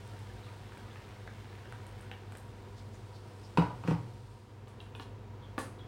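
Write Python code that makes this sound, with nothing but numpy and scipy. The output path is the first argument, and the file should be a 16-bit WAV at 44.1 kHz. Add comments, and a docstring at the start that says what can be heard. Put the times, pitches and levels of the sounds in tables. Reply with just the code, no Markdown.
"""In a small kitchen, an appliance hums. A thin stream from a hot kettle patters through a plastic
funnel into a bottle, while the water left on the hot steel sizzles faintly. The kettle is put down on
a wooden counter, one edge first, and rocks flat: its shell rings and the wood booms. Then a spray head
is fitted to the bottle: it clicks, squeaks and snaps onto the neck."""
import sys
import numpy as np
from scipy import signal
from scipy.fft import rfft, irfft
from scipy.io import wavfile

SR = 44100
rng = np.random.default_rng(int(sys.argv[2]) if len(sys.argv) > 2 else 0)


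def wav_record(signal):
    """Record a signal, one row per channel, as 16-bit PCM in the file named by sys.argv[1]."""
    frames = np.transpose(np.atleast_2d(signal))
    bounded = np.clip(frames, -1, 1)
    # unit amplitude maps onto the largest positive 16-bit level
    quanta = np.round(bounded * 32767).astype(np.int16)
    wavfile.write(sys.argv[1], SR, quanta)


N = 258867
T = np.arange(N) / SR
RING_T = T[:SR * 3 // 4]  # a shorter time axis for sounds that die away

# tone of a drop hitting the plastic funnel (frequency [Hz], relative level [dB])
FUNNEL_TONE = [(300, -1.5), (700, 9), (1100, -5), (1600, 7.5), (3100, -1.5), (4500, -17), (7000, -25),
               (16000, -27)]
# tone of fine spray bursting (frequency [Hz], relative level [dB])
MIST_TONE = [(4000, -11), (6800, -23), (8000, 1), (10000, -3), (12000, -11), (16000, -16)]


def undb(db):
    """Turn decibels into a factor to multiply by."""
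    return 10 ** (np.asarray(db) / 20)


def unit(x):
    """Scale a sound to an average (rms) strength of 1."""
    return x / np.sqrt(np.mean(x ** 2))


def add(out, s, x):
    """Mix x into out, starting at s seconds."""
    i = int(np.clip(s * SR, 0, N - 1))
    out[i:i + len(x)] += x[:N - i]


def ramp(start_s, length_s):
    """Rise steadily from 0 to 1, then stay there."""
    return np.clip((T - start_s) / length_s, 0, 1)


def walk(rate):
    """Wander around 0, heading for a new random value rate times a second."""
    points = rng.standard_normal(1024)
    return np.interp(T * rate, np.arange(len(points)), points)


def colour(x, tone):
    """Shape the lows and highs of x along a curve of (frequency [Hz], level [dB]) points."""
    size = 4096
    hz, db = np.transpose(tone)
    log_hz = np.log(np.fft.rfftfreq(size, 1 / SR) + 1)
    log_gain = np.log(undb(np.interp(log_hz, np.log(hz), db)))
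    # makes the filter ring only after a hit, never before it
    one_sided = 1 + np.sign(size / 2 - np.arange(size)) * (np.arange(size) > 0)
    response = irfft(np.exp(rfft(irfft(log_gain) * one_sided)))
    return signal.fftconvolve(x, response)[:len(x)]


def resonate(x, hz, width_hz):
    """Keep a band around one pitch; filtering twice removes more of the rest."""
    b, a = signal.iirpeak(min(hz, SR / 2 - 1), hz / width_hz / np.sqrt(2), fs=SR)
    return signal.lfilter(b, a, signal.lfilter(b, a, x))


def patter(rate, spread_db):
    """Tiny random hits, about rate a second: many weak, a few strong."""
    size = undb(spread_db * np.minimum(rng.exponential(size=N), 4))
    return unit((rng.random(N) < rate / SR) * rng.choice([-1, 1], N) * size)


def pops(rows, cycles, glide):
    """Each drop or bubble rings and rises in pitch, fading to about a third in `cycles` swings."""
    out = np.zeros(N)
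    for s, db, hz in rows:
        age = T[:int(5 * cycles * SR / hz)] * hz / cycles
        add(out, s, undb(db) * np.exp(-age) * np.sin(2 * np.pi * cycles * age * (1 + glide * age)))
    return out


def rubs(rows):
    """Short swells of tiny hits around one pitch; each rises and falls over about `swell_s` each way."""
    return sum(undb(db) * np.exp(-((T - s) / swell_s) ** 2)
               * unit(resonate(patter(3000, spread_db=0.5), hz, width_hz))
               for s, db, hz, width_hz, swell_s in rows)


def burst(tone, t60, crack=0.67):
    """One hit: a sharp crack, then a noisy shake that fades by 60 dB in t60 seconds."""
    decay = undb(-60 * RING_T / t60)
    shake = rng.standard_normal(len(RING_T)) * decay
    shake[0] += crack * np.sqrt(np.sum(decay ** 2))
    return unit(colour(shake, tone)) * np.sqrt(np.mean(decay ** 2)) / 2


def splats(rows, tone, t60):
    """A short wet hit for each row that begins with (time [s], level [dB])."""
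    out = np.zeros(N)
    for s, db, *_ in rows:
        add(out, s, undb(db) * burst(tone, t60, crack=0.76))
    return out


def ring(notes):
    """A struck object's notes, neighbours swinging opposite ways; each falls 60 dB in its ring time."""
    sound = sum((-1) ** k * undb(db - 60 * RING_T / t60) * np.sin(2 * np.pi * hz * RING_T)
                for k, (hz, db, t60) in enumerate(notes))
    return sound / np.abs(sound).max()


def room(x, wet_db, t60=0.37, treble_t60=0.31):
    """Add echoes from the counter, tiles and cupboards at wet_db; lows and highs fade separately."""
    noise = rng.standard_normal(len(RING_T))
    low = signal.sosfilt(signal.butter(1, 3000, fs=SR, output="sos"), noise)
    tail = low * undb(-60 * RING_T / t60) + (noise - low) * undb(-60 * RING_T / treble_t60)
    tail *= 1 - np.exp(-RING_T / 0.0037)
    return x + undb(wet_db) * signal.fftconvolve(x, tail / np.sqrt(np.sum(tail ** 2)))[:N]


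def appliance():
    """Mains power makes a wavering hum, and fan noise rings in the housing; the level dips briefly."""
    # background rush (frequency [Hz], relative level [dB])
    air_tone = [(25, -25), (36, -50), (50, -4.5), (70, -9.5), (110, -1.5), (150, -15), (300, -12),
                (620, -25), (1200, -21.5), (1650, -25.5), (3900, -34.5), (7000, -43), (9000, -46),
                (12000, -53), (16000, -48)]
    # where the housing rings (pitch [Hz], width [Hz], relative level [dB])
    fan_bands = [(51.5, 11, -10), (115, 19, -8.5), (120.1, 18, -9), (225.2, 2.2, -16), (382, 60, -12.5),
                 (476.5, 113, -13), (713, 123, -16), (944, 81, -14)]
    # notes of the hum (pitch [Hz], relative level [dB])
    hum_notes = [(100, 3), (200, -11.5), (495, -15)]
    air = unit(colour(rng.standard_normal(N), air_tone)) * undb(-4 + .5 * walk(6.43))
    fan = sum(undb(db) * unit(resonate(rng.standard_normal(N), hz, width)) for hz, width, db in fan_bands)
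    hum = sum(undb(db + 0.5 * walk(4.4)) * np.sin(2 * np.pi * hz * T + 0.048 * walk(6.14))
              for hz, db in hum_notes)
    dip_db = -4.5 * np.exp(-((T - 4.436) / 0.29) ** 2)
    return (air + fan + hum) * undb(-50 + dip_db)


def stream(bubble_count=450, dry_s=3.0):
    """Water patters on the funnel and traps bubbles, thinning to a dribble as the kettle tips back."""
    # tone of the running water (frequency [Hz], relative level [dB])
    water_tone = [(200, -31), (500, -1.5), (1000, -7.5), (1600, 0), (2400, -6), (3300, -5.5), (5000, -13),
                  (8500, -20.5), (12000, -27.5), (16000, -23)]
    flow_db = -59 - 13.5 * ramp(start_s=2, length_s=0.62)
    flow = undb(flow_db + 0.78 * walk(12.2)) * (T < dry_s)
    water = unit(colour(patter(2500, spread_db=3), water_tone))
    droplets = unit(colour(patter(70, spread_db=3.5), FUNNEL_TONE))
    mist = unit(colour(patter(84, spread_db=14), MIST_TONE))
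    when, faintness, pitch = rng.random((bubble_count, 3)).T
    bubble_rows = zip(when * dry_s, -4 * np.log(faintness + 0.011), 650 * 6 ** pitch)
    bubbles = pops(bubble_rows, cycles=18.7, glide=0.024)
    trickle = undb(-4) * water + undb(-9.5) * droplets + undb(-24.5) * mist + undb(-10) * bubbles
    return room(trickle * flow, wet_db=-8)


def sizzle():
    """Water sizzles on the hot kettle: it wanes, swells as the kettle comes upright, then is faded out."""
    # tone of the sizzle (frequency [Hz], relative level [dB])
    fizz_tone = [(1000, -18.5), (3000, 1.5), (4800, 1.5), (6500, -5), (8800, -3), (12000, -15),
                 (16000, -15)]
    # water spitting on hot steel (time [s], relative level [dB], pitch [Hz], width [Hz])
    spit_rows = [(.455, -57, 3880, 300), (2.785, -57.5, 4020, 2500), (2.95, -62.5, 6470, 2500),
                 (3.16, -59, 4460, 900), (3.45, -58, 5100, 900)]
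    fizz_db = -62.5 - 3 * T + 9.5 * ramp(start_s=2.14, length_s=1.35)
    fade_db = 28 * np.maximum(T - 4.34, 0)
    fizz = unit(colour(patter(3500, spread_db=2), fizz_tone)) * undb(fizz_db - fade_db)
    spits = rubs([(*spit, 0.023) for spit in spit_rows])
    return undb(-5) * room(fizz + spits, wet_db=-6)


def drops():
    """Larger drops slap the funnel, each with a short plip."""
    # the loudest drops (time [s], relative level [dB], pitch [Hz])
    big_drops = [(.7213, -46, 1570), (.7726, -44, 1590), (.8854, -52, 1520), (.9583, -41.5, 1240),
                 (1.2763, -40, 1550), (1.6561, -46, 1580), (1.7245, -39, 1490), (2.1149, -35.5, 2770),
                 (2.3225, -43, 1510), (2.3521, -41.5, 1570)]
    plips = pops(big_drops, cycles=2.5, glide=0.014)
    slaps = splats(big_drops, FUNNEL_TONE, t60=0.015)
    return room(undb(-0.5) * plips + undb(3) * slaps, wet_db=-2.5)


def fine_spray(bubble_hz=8300, scatter=.06):
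    """Tiny bubbles burst with high ticks, mostly as the stream breaks up."""
    # bursts of spray (time [s], level [dB])
    bursts = [(1.725, -47.5), (1.867, -44.5), (2.0103, -46), (2.3223, -46), (2.3527, -48), (2.372, -40.5),
              (2.3837, -45.5)]
    bubbles = [(s, db, bubble_hz * (1 + scatter * rng.standard_normal())) for s, db in bursts]
    ticks = splats(bursts, MIST_TONE, t60=0.0067)
    return room(ticks + pops(bubbles, cycles=2.8, glide=0.0017), wet_db=-1.5)


def kettle_landing(touches=3, bounce_s=.0122, bounce_loss_db=9.5):
    """The rim clacks, rings the shell and chatters; just after each touch the weight booms the wood."""
    # kettle meets counter (time [s], relative rim level [dB], weight level [dB], weight delay [s])
    knocks = [(3.574, -15, -8.5, .0052), (3.623, -27.5, -25, 0.0083), (3.838, -34.5, -29.5, 0.007),
              (3.8764, -27.5, -14, 0.0033), (3.909, -28.5, -14, .0025)]
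    # notes of the steel shell (pitch [Hz], relative level [dB], ring time [s])
    shell_notes = [(514, -21, .3), (742, 2, 0.41), (830, -28, 0.51), (835, -0.5, 0.33), (960, -5, 0.16),
                   (1002, -9, 0.11), (980, -15, 0.1), (1186, -9, 0.28), (1070, -21, 0.17), (1370, -3, 0.22),
                   (1520, -2, 0.24), (2000, -20, 0.18), (2500, 0, 0.073), (2680, -1, 0.068)]
    # notes of the wooden counter (pitch [Hz], relative level [dB], ring time [s])
    counter_notes = [(79.7, -20, 0.24), (119.6, -22, 1), (167, 6, 0.059), (191, -2, 0.076),
                     (295, -5.5, 0.16), (400, -24, 0.13), (492, 1, 0.035)]
    # tone of the rim's clack (frequency [Hz], relative level [dB])
    clack_tone = [(150, -6), (480, 0), (620, -0.5), (800, 3), (950, 7), (1250, 0.5), (1800, -9),
                  (2700, -12), (3600, -19), (5000, -22), (6500, -30), (8500, -31), (12000, -41),
                  (16000, -41)]
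    # the base sliding as it settles (time [s], level [dB], pitch [Hz], width [Hz], swell time [s])
    scrapes = [(3.882, -52.5, 1920, 2200, 0.024), (3.908, -60.5, 3400, 4460, 0.02)]
    rim, body = np.zeros(N), np.zeros(N)
    shell = ring(shell_notes)
    boom = ring(counter_notes) * (1 - np.exp(-(RING_T / 0.0047) ** 2))  # the load builds up gradually
    for s, rim_db, weight_db, delay_s in knocks:
        add(body, s, undb(rim_db - 9.5) * shell)
        for k in range(touches):
            touch_s, loss_db = s + k * bounce_s, k * bounce_loss_db
            add(rim, touch_s, undb(rim_db - loss_db) * burst(clack_tone, t60=0.041))
            add(body, touch_s + delay_s, undb(weight_db - loss_db) * boom)
    return room(undb(0.5) * rim + rubs(scrapes), wet_db=-1.5, t60=0.45) + room(body, wet_db=-10.5)


def spray_head(slip_delay_s=0.0072):
    """The head ticks on the neck, the bottle knocks hollowly, and the screw thread slips with a rasp."""
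    # head meets neck (time [s], tick level [dB], tick pitch [Hz], relative bottle level [dB],
    # relative rasp level [dB])
    clicks = [(4.673, -55, 3600, -50, -49.5), (4.8032, -40, 3320, -57, -52.5),
              (4.9504, -38.5, 3030, -43.5, -49), (4.9976, -40, 3450, -36.5, -49),
              (5.580, -55, 3280, -22.5, -30)]
    # notes of the head (multiple of the tick pitch, relative level [dB], ring time [s])
    head_notes = [(.82, 0.5, 0.063), (.93, 9.5, 0.01), (1, 4.5, .022), (1.16, 7, 0.014)]
    # notes of the hand-held bottle (pitch [Hz], relative level [dB], ring time [s])
    bottle_notes = [(294, -2, 0.13), (448, -3, 0.12), (527, -2, 0.1), (716, -25, 0.056), (827, -9, 0.11),
                    (910, -6, 0.14), (1152, -1, 0.07), (1740, 0, 0.052), (2280, -13, 0.073)]
    # tone of the bottle's hollow knock (frequency [Hz], relative level [dB])
    hollow_tone = [(100, -21), (200, 0), (300, 8.5), (520, -6), (700, 0), (1100, 3), (1800, -10.5),
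                   (2800, -10.5), (5000, -21), (9000, -37), (16000, -29)]
    # tone of the slipping thread (frequency [Hz], relative level [dB])
    rasp_tone = [(1000, 8), (4000, -5), (6500, -3.5), (9500, -0.5), (12500, -16), (16000, -17)]
    # the collar scuffing into place (time [s], level [dB], pitch [Hz], width [Hz], swell time [s])
    seating = [(5.022, -57.5, 3480, 2500, 0.013)]
    knocks, rasps = np.zeros(N), np.zeros(N)
    bottle = ring(bottle_notes)
    for s, tick_db, hz, bottle_db, rasp_db in clicks:
        tick = ring([(multiple * hz, db, t60) for multiple, db, t60 in head_notes])
        body = undb(-7) * bottle + undb(-0.5) * burst(hollow_tone, t60=0.055)
        add(knocks, s, undb(tick_db) * tick + undb(bottle_db) * body)
        add(rasps, s + slip_delay_s, undb(rasp_db) * burst(rasp_tone, t60=0.096, crack=0.078))
    handling = room(knocks + rubs(seating) + collar_twists(), wet_db=-4)
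    return handling + undb(-6) * room(rasps, wet_db=3, treble_t60=.38)


def collar_twists(scuff_width_hz=460, scuff_s=0.0094, squeak_width_hz=170, squeak_s=.02):
    """At each turn the spray head's collar scuffs, then catches in a narrow squeak."""
    # squeaks of the collar on its thread (time [s], level [dB], pitch [Hz])
    turns = [(5.454, -63.5, 3250), (5.818, -63.5, 3370)]
    scuffs = [(s - 0.023, db + 0.5, hz * 1.08, scuff_width_hz, scuff_s) for s, db, hz in turns]
    squeaks = [(*turn, squeak_width_hz, squeak_s) for turn in turns]
    return rubs(scuffs) + rubs(squeaks)


def scene():
    """All the sounds in one channel, heard from above the counter."""
    mix = appliance() + stream() + sizzle() + drops() + fine_spray() + kettle_landing() + spray_head()
    return mix[None]


def record(dry):
    """Cut the very highest treble, above 15850 Hz."""
    return signal.sosfilt(signal.ellip(10, .2, 80, 15850, fs=SR, output="sos"), dry)


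dry = scene()
out = record(dry)
wav_record(out)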